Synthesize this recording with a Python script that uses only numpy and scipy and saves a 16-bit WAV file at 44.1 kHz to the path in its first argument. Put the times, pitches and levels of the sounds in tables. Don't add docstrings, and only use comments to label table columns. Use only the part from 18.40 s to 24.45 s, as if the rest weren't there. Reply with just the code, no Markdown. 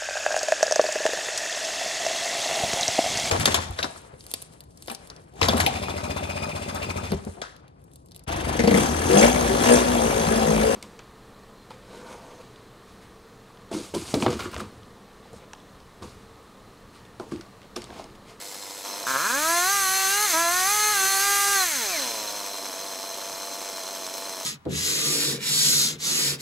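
import sys
import numpy as np
from scipy import signal
from scipy.fft import rfft, irfft, next_fast_len
from scipy.io import wavfile
from scipy.ndimage import uniform_filter1d

SR = 44100
rng = np.random.default_rng(int(sys.argv[2]) if len(sys.argv) > 2 else 0)


def put_to_file(sound):
    columns = np.atleast_2d(sound).T
    safe = np.clip(columns, -1, 1)
    whole_steps = np.round(safe * 32767)
    wavfile.write(sys.argv[1], SR, whole_steps.astype(np.int16))


def boost(x):
    u = np.asarray(x, float) / 20
    return 10 ** u


N = 266805

NEARER_S = .44
THROTTLE_S = .6675
SHUT_S = 3.24


def saw():
    t = np.arange(N) / SR
    hz, exhaust_db, rattle_db, throttle, misfire, whine_db = controls(t)
    hz = uniform_filter1d(hz, 300)
    throttle, misfire = np.clip([throttle, misfire], 0, 1)
    misfire = np.maximum(misfire, (1 - throttle) * np.clip((140 - hz) / 55, 0, .6))
    far = np.clip((NEARER_S - t) / .01, 0, 1)
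    load = np.clip((hz - 150) / 120, 0, 1)
    turns = crank(hz, misfire)
    luck = rng.random((2500, 2))
    burn = np.cos(np.pi * np.cumsum(.2 + .16 * luck[:, 0])) ** 2 * (.15 + luck[:, 1])
    depth = np.interp(np.arange(1, 2501), turns, misfire)
    strength = 1 + depth * 1.1 * (burn - .45)

    fire = pulses(turns, strength)
    shut = shut_muffler(fire, turns, strength, burn, misfire, load, far)
    opened = open_muffler(fire, turns, luck[:, 1], hz)
    exhaust = throttle * evened(opened, size=3000) + (1 - throttle) * shut
    exhaust = trunk_echo(exhaust, np.clip((hz - 105) / 30, 0, 1))

    load = np.maximum(load, .7 * throttle)
    rattle = evened(casing(turns, strength, misfire, load, far))
    scream = boost(whine_db) * np.clip((hz - 105) / 60, 0, 1) * whine(hz, turns, flare_db=2.8)
    mix = boost(exhaust_db - 1) * evened(exhaust, size=3000) + boost(rattle_db + .5) * (rattle + scream)
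    return mix + fan(t, hz, turns, throttle, load)


# (time [s], speed aimed at [firings/s], lag [s], exhaust level [dB], rattle level [dB])
ENGINE_STAGES = [(0, 98, 0.0098, -48, -39.5), (.435, 101, .003, -38.5, -36), (.649, 140, 0.0077, -31, -37),
                 (.663, 132.5, .002, -36.5, -30.5), (.75, 365, 0.1, -36, -27.5),
                 (1.196, 507, 0.11, -34.5, -26.5), (1.297, 345, 0.095, -40, -29),
                 (1.462, 379, .04, -39, -27), (1.657, 437, 0.069, -36.5, -26.5),
                 (1.839, 280, 0.041, -35.5, -22.5), (1.926, 270, .002, -34, -24),
                 (1.927, 338, .026, -35, -29), (2.055, 382, .055, -38.5, -26.5),
                 (2.239, 422, 0.026, -36.5, -26.5), (2.515, 382, .023, -38.5, -26.5),
                 (2.652, 389, 0.0072, -39, -26.5), (2.788, 401, .018, -36, -26),
                 (3.119, 334.7, 0.069, -39.5, -27.5), (3.225, 126, .108, -32, -30.5),
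                 (3.511, 97, 0.049, -33.5, -27.5), (3.62, 100.5, 0.031, -36.5, -32.5),
                 (3.75, 96, .14, -38.5, -36.5)]


def controls(t):
    shut_lag_s, open_db, flutter_db = .006, 11, .72
    bog_s, bog_length_s, bog_throttle, bog_misfire, bog_whine_db = 1.855, .076, .17, .26, -5
    idle_misfire, run_misfire, coast_misfire, hunt_hz = .784, .065, .22, 1.504
    whine_slow_db, whine_fast_db, whine_coast_db = -9.5, 0, -5.5

    s, aim_hz, lag_s, exhaust_db, rattle_db = np.transpose(ENGINE_STAGES)
    coarse = t[::32]
    steps = settle(coarse, s[1:, None], lag_s[1:, None])
    hz, exhaust_db, rattle_db = (np.interp(t, coarse, c[0] + np.diff(c) @ steps)
                                 for c in (aim_hz, exhaust_db, rattle_db))
    flutter, hunt = slow_drift(2)
    opened = settle(t, THROTTLE_S - .005, .001) - settle(t, SHUT_S, shut_lag_s)
    bog = settle(t, bog_s, .007) - settle(t, bog_s + bog_length_s, .002)
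    idling = (1 - opened) * np.clip((110 - hz) / 8, 0, 1)
    throttle = opened * (1 - (1 - bog_throttle) * bog)
    misfire = run_misfire + (idle_misfire - run_misfire) * idling + (bog_misfire - run_misfire) * bog
    misfire = np.maximum(misfire, coast_misfire * (1 - opened))
    whine_db = whine_slow_db + (whine_fast_db - whine_slow_db) * np.clip((hz - 265) / 85, 0, 1)
    whine_db = opened * (whine_db + bog_whine_db * bog) + (1 - opened) * whine_coast_db
    exhaust_db = exhaust_db + throttle * (open_db + flutter_db * flutter)
    return hz + hunt_hz * idling * hunt, exhaust_db, rattle_db, throttle, misfire, whine_db


def crank(hz, misfire):
    wobble = evened(uniform_filter1d(rng.standard_normal(N), 1500))
    turns = np.cumsum(hz * (1 + (.0008 + .012 * misfire ** 2) * wobble)) / SR
    return turns + -turns[round(THROTTLE_S * SR)] % 1


# (frequency [Hz], level [dB])
OPEN_COLOUR = [(100, -28), (260, -9), (330, -9), (385, -15), (425, -12), (500, -6), (680, -1), (800, -3),
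               (1000, 0), (1250, 0), (1400, -3), (1520, -3), (1600, 1), (1710, -4), (1800, -11),
               (2300, -17), (5000, -80)]
# (frequency [Hz], level [dB])
BARK_COLOUR = [(60, -45), (130, -17), (260, -9), (400, -14), (520, -7), (760, -14), (1010, 0), (1200, 1),
               (1450, 1), (1650, -1), (1900, -18), (2400, -18), (4000, -70)]


def open_muffler(fire, turns, luck, hz):
    smear = smeared(pulses(turns, .55 + .9 * luck), spread_s=.012)
    bark = evened(colour(smear, BARK_COLOUR, [(1600, 90, 5)]))
    revved = np.clip((hz - 230) / 85, 0, 1)
    return revved * evened(colour(fire, OPEN_COLOUR)) + (1 - revved) * bark


# (frequency [Hz], level [dB])
SHUT_COLOUR = [(80, -36), (200, -25), (290, -14), (380, -17), (480, -12), (570, -13), (780, -19),
               (960, -11), (1160, -14), (1280, -24), (2000, -32), (4000, -70)]
# (frequency [Hz], width [Hz], level [dB])
SHUT_CHAMBERS = [(665, 50, 14), (880, 90, 1)]
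# (frequency [Hz], level [dB])
POP_COLOUR = [(100, -40), (300, -16), (500, -9), (660, -3), (780, -7), (950, 0), (1160, 0), (1280, -8),
              (1450, -6), (2000, -18), (4000, -60)]
# (frequency [Hz], level [dB])
PUFF_COLOUR = [(100, -34), (250, -5.5), (470, -5), (600, 0.5), (900, -6), (1150, -5.5), (1400, -24.5),
               (2200, -22), (4000, -42)]
# (frequency [Hz], level [dB])
COAST_COLOUR = [(100, -21), (250, 10.5), (400, -1), (620, 9.5), (900, 8), (1150, 2), (1400, 11), (1700, 6),
                (2300, 11), (3000, -41), (5000, -118)]
# (frequency [Hz], level [dB])
FAR_COLOUR = [(47, -46), (80, -7), (195, -42), (295, -6), (371, -27), (520, 4), (611, -21), (690, -4),
              (1050, -6), (1630, -31), (2000, -10), (2600, -48), (4400, -120)]


def shut_muffler(fire, turns, strength, burn, misfire, load, far):
    even = .55 + .45 * strength
    ports = pulses(turns, even) + .7 * pulses(turns + .5 + .1 * misfire, even)
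    pops = .75 * misfire * evened(colour(pulses(turns, burn + .25), POP_COLOUR))
    gas = burn[turns.astype(int)] ** .033 * rng.standard_normal(N)
    puffs = 1.15 * misfire * evened(colour(gas, PUFF_COLOUR))
    idle = evened(evened(colour(ports, SHUT_COLOUR, SHUT_CHAMBERS)) + pops + puffs)
    near = load * evened(colour(fire, COAST_COLOUR)) + (1 - load) * idle
    return far * evened(colour(fire, FAR_COLOUR)) + (1 - far) * near


def trunk_echo(x, load):
    delays_s, spread_db = (.0007, .0016, .0029), -14
    rock = slow_drift(len(delays_s))
    echoes = sum(r * np.roll(x, round(s * SR)) for r, s in zip(rock, delays_s))
    return x + boost(spread_db) * load * echoes


# (frequency [Hz], level [dB])
LOADED_COLOUR = [(88, -70), (150, -27), (328, -10), (398, -4), (494, -6), (790, -3), (871, -5.5),
                 (1190, -2), (2180, -1.5), (2920, -9), (5790, -4), (6260, 0.5), (8400, -4.5), (11900, -4.5),
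                 (16000, -8.5)]
# (frequency [Hz], level [dB])
IDLE_COLOUR = [(760, -19.5), (1300, -2.5), (3840, -6), (4080, -5), (4440, -6), (6090, 0), (6620, -4.5),
               (7750, -4.5), (10200, -5.5), (11800, -8), (16000, -13)]
# (frequency [Hz], level [dB])
FAR_CASING_COLOUR = [(88, -46), (150, -17), (514, -6), (612, -8), (1080, -10), (1390, -11.5), (2100, -16),
                     (2700, -14.5), (5150, -9.5), (11900, -17), (16000, -24)]
# (frequency [Hz], width [Hz], level over the colour [dB])
NEAR_PARTS = [(2420, 150, 2.5), (3230, 175, 3.5), (3556, 130, 5.5), (4117, 75, 17), (4710, 32, 6),
              (5320, 290, 8), (6230, 34, 15.5), (6600, 53, 5), (7420, 170, -1.5), (7720, 205, 7),
              (8360, 36, 7.5), (9280, 54, 1.5), (10630, 150, 2), (11820, 76, 11.5), (14100, 38, -34)]
# (frequency [Hz], width [Hz], level over the colour [dB])
FAR_PARTS = [(2160, 260, 5.1), (3617, 99, 4.5), (4150, 150, 7.6), (5180, 120, 8), (6200, 173, 2.8),
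             (6700, 70, 3.4), (7780, 170, 8.5), (7380, 73, 8.4), (9200, 160, 5), (10500, 300, 4.6),
             (11800, 380, 4.1), (14200, 250, 4)]
# (frequency [Hz], level [dB])
CHAIN_HUSH = [(150, 0), (300, -2), (480, -9), (850, -8), (1100, 0), (16000, 0)]


def casing(turns, strength, misfire, load, far):
    gate = 1.1 + strength[turns.astype(int)] * np.exp(-(turns % 1) / .2) * (.5 + 1.4 * misfire)
    gusts = boost(.6 * evened(uniform_filter1d(rng.standard_normal(N), 500)))
    shake = gate * gusts * rng.standard_normal(N)
    near = evened(colour(shake, IDLE_COLOUR, NEAR_PARTS))
    idle = far * evened(colour(shake, FAR_CASING_COLOUR, FAR_PARTS)) + (1 - far) * near
    damped = [(mode_hz, 3 * width, .45 * db) for mode_hz, width, db in NEAR_PARTS]
    loaded = evened(colour(colour(shake, CHAIN_HUSH), LOADED_COLOUR, damped))
    return np.sqrt(load) * loaded + np.sqrt(1 - load) * idle


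# (frequency [Hz], level [dB])
WHINE_COLOUR = [(200, -12), (400, -2), (1200, 6), (1800, 11.5), (2500, -0.5), (3500, 4.5), (5000, 0.5),
                (8000, -0.5), (12000, 2.5), (13500, -3), (16000, -21)]
# (frequency [Hz], width [Hz], level [dB])
WHINE_PARTS = [(2450, 300, 5), (2790, 200, 4), (4170, 300, 11), (4700, 220, 6), (5600, 200, 7),
               (6230, 380, 17), (8050, 300, 8), (8850, 220, 9), (9290, 220, 10), (10450, 300, 7),
               (10980, 220, 10), (11650, 350, 7)]


def whine(hz, turns, flare_db):
    at, out = np.arange(0, N, 256), np.zeros(N)
    for order in range(1, 38):
        drift = uniform_filter1d(uniform_filter1d(rng.standard_normal(len(at)), 9), 5)
        flares = flare_db * evened(drift, size=400)
        size = gain_at(order * hz[at], WHINE_COLOUR, WHINE_PARTS, order=6) * boost(flares)
        out += np.interp(np.arange(N), at, size) * np.sin(2 * np.pi * (order * turns + rng.random()))
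    return evened(out, size=30000)


# (blade frequency [Hz], level [dB])
FAN_SHROUD = [(1750, -70), (2050, -36), (2320, -29.5), (2650, -44), (3400, -40), (4800, -48)]


def fan(t, hz, turns, throttle, load):
    blades = 14
    unsteady = 1 + .5 * evened(uniform_filter1d(rng.standard_normal(N), 250))
    level = unsteady * (t > SHUT_S) * (1 - throttle) * gain_at(blades * hz, FAN_SHROUD)
    return level * (np.sin(2 * np.pi * blades * turns) + .91 * load * np.sin(np.pi * blades * turns))


# (time [s], peak level [dB])
CLIP_TICKS = [
    (5.7792, -16),
]


def harness():
    out, t = np.zeros(N), np.arange(1500) / SR
    swell = (t / .008) * np.exp(-t / .008)
    for s, db in CLIP_TICKS:
        scratch = swell * np.diff(rng.standard_normal(1501))
        out[round((s - .008) * SR):][:1500] += boost(db - 15) * scratch
    return out


# (frequency [Hz], level [dB])
WIND_COLOUR = [(12, -20), (20, -10.5), (86, -7.5), (188, -8.5), (250, -7.5), (320, -39), (550, -120)]
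# (time [s], level [dB])
GUST = [
    (0, -77),
    (.55, -75),
    (.75, -63),
    (1.6, -61),
    (3.1, -61.5),
    (4.6, -72.5),
    (6.05, -73),
]


def wind():
    level = boost(np.interp(np.arange(N) / SR, *np.transpose(GUST)))
    lumps = boost(1.7 * evened(uniform_filter1d(rng.standard_normal(N), 4000), size=80000))
    left, right = (evened(colour(rng.standard_normal(N), WIND_COLOUR), size=40000) for _ in range(2))
    return level * lumps * np.array([boost(-3) * left, boost(10) * right])


def evened(x, size=6000):
    return x / np.sqrt(abs(uniform_filter1d(x ** 2, size)) + 1e-20)


def slow_drift(count):
    noise = rng.standard_normal((count, N))
    return evened(uniform_filter1d(uniform_filter1d(noise, 2500), 1200), size=60000)


def settle(t, s, lag_s):
    u = np.maximum(t - s, 0) / np.maximum(lag_s, 1e-3)
    return 1 - (1 + u) * np.exp(-u)


def pulses(turns, size_of):
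    at = np.interp(np.arange(1, int(turns[-1])), turns, np.arange(N))
    place = np.round(at)[:, None] + np.arange(-8, 9)
    shape = np.sinc(place - at[:, None]) * np.hanning(19)[1:-1]
    out = np.zeros(N + 20)
    np.add.at(out, np.clip(place, 0, N).astype(int), size_of[:len(at), None] * shape)
    return out[:N]


def smeared(x, spread_s):
    size = next_fast_len(N + 4096)
    hz = np.fft.rfftfreq(size, 1 / SR)
    return irfft(rfft(x, size) * np.exp(-1j * np.pi * spread_s * hz ** 2 / 16000), size)[:N]


def gain_at(hz, points, ring=(), order=2):
    f, db = np.transpose(points)
    gain = boost(np.maximum(np.interp(np.log(hz + 1), np.log(f + 1), db), -100))
    for mode_hz, width, top_db in ring:
        gain = gain * np.sqrt(1 + boost(2 * top_db) / (1 + (2 * (hz - mode_hz) / width) ** order))
    return gain


def colour(x, points, ring=()):
    log = np.log(gain_at(np.fft.rfftfreq(8192, 1 / SR), points, ring))
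    log = np.concatenate([log, log[-2:0:-1]])
    taps = np.fft.ifft(np.exp(log - 1j * signal.hilbert(log).imag)).real[:4096]
    return signal.oaconvolve(x, taps)[:N]


# (frequency [Hz], level [dB])
SIDE_SCATTER = [(100, -6), (250, -8), (500, -16), (1000, -12), (2000, -11), (4000, -17), (8000, -16.5),
                (14000, -20)]


def scene():
    direct = saw() + harness()
    t = np.arange(4000) / SR
    echoes = rng.standard_normal((2, 4000)) * boost(-60 * t / .13)
    echoes /= np.linalg.norm(echoes[0])
    side, middle = (signal.oaconvolve(direct, e)[:N] for e in echoes)
    side = colour(side, SIDE_SCATTER)
    return direct + boost(-15) * middle + np.array([side, -side]) + wind()


def band_limit(x):
    return signal.sosfilt(signal.butter(12, 16190, fs=SR, output="sos"), x)


def record(dry):
    edge_hz = 15740
    low_pass = signal.firwin(1023, edge_hz, window=("kaiser", 9), fs=SR)
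    limited = signal.oaconvolve(dry, low_pass[None], "same")
    return band_limit(limited)


dry = scene()
out = record(dry)
put_to_file(out)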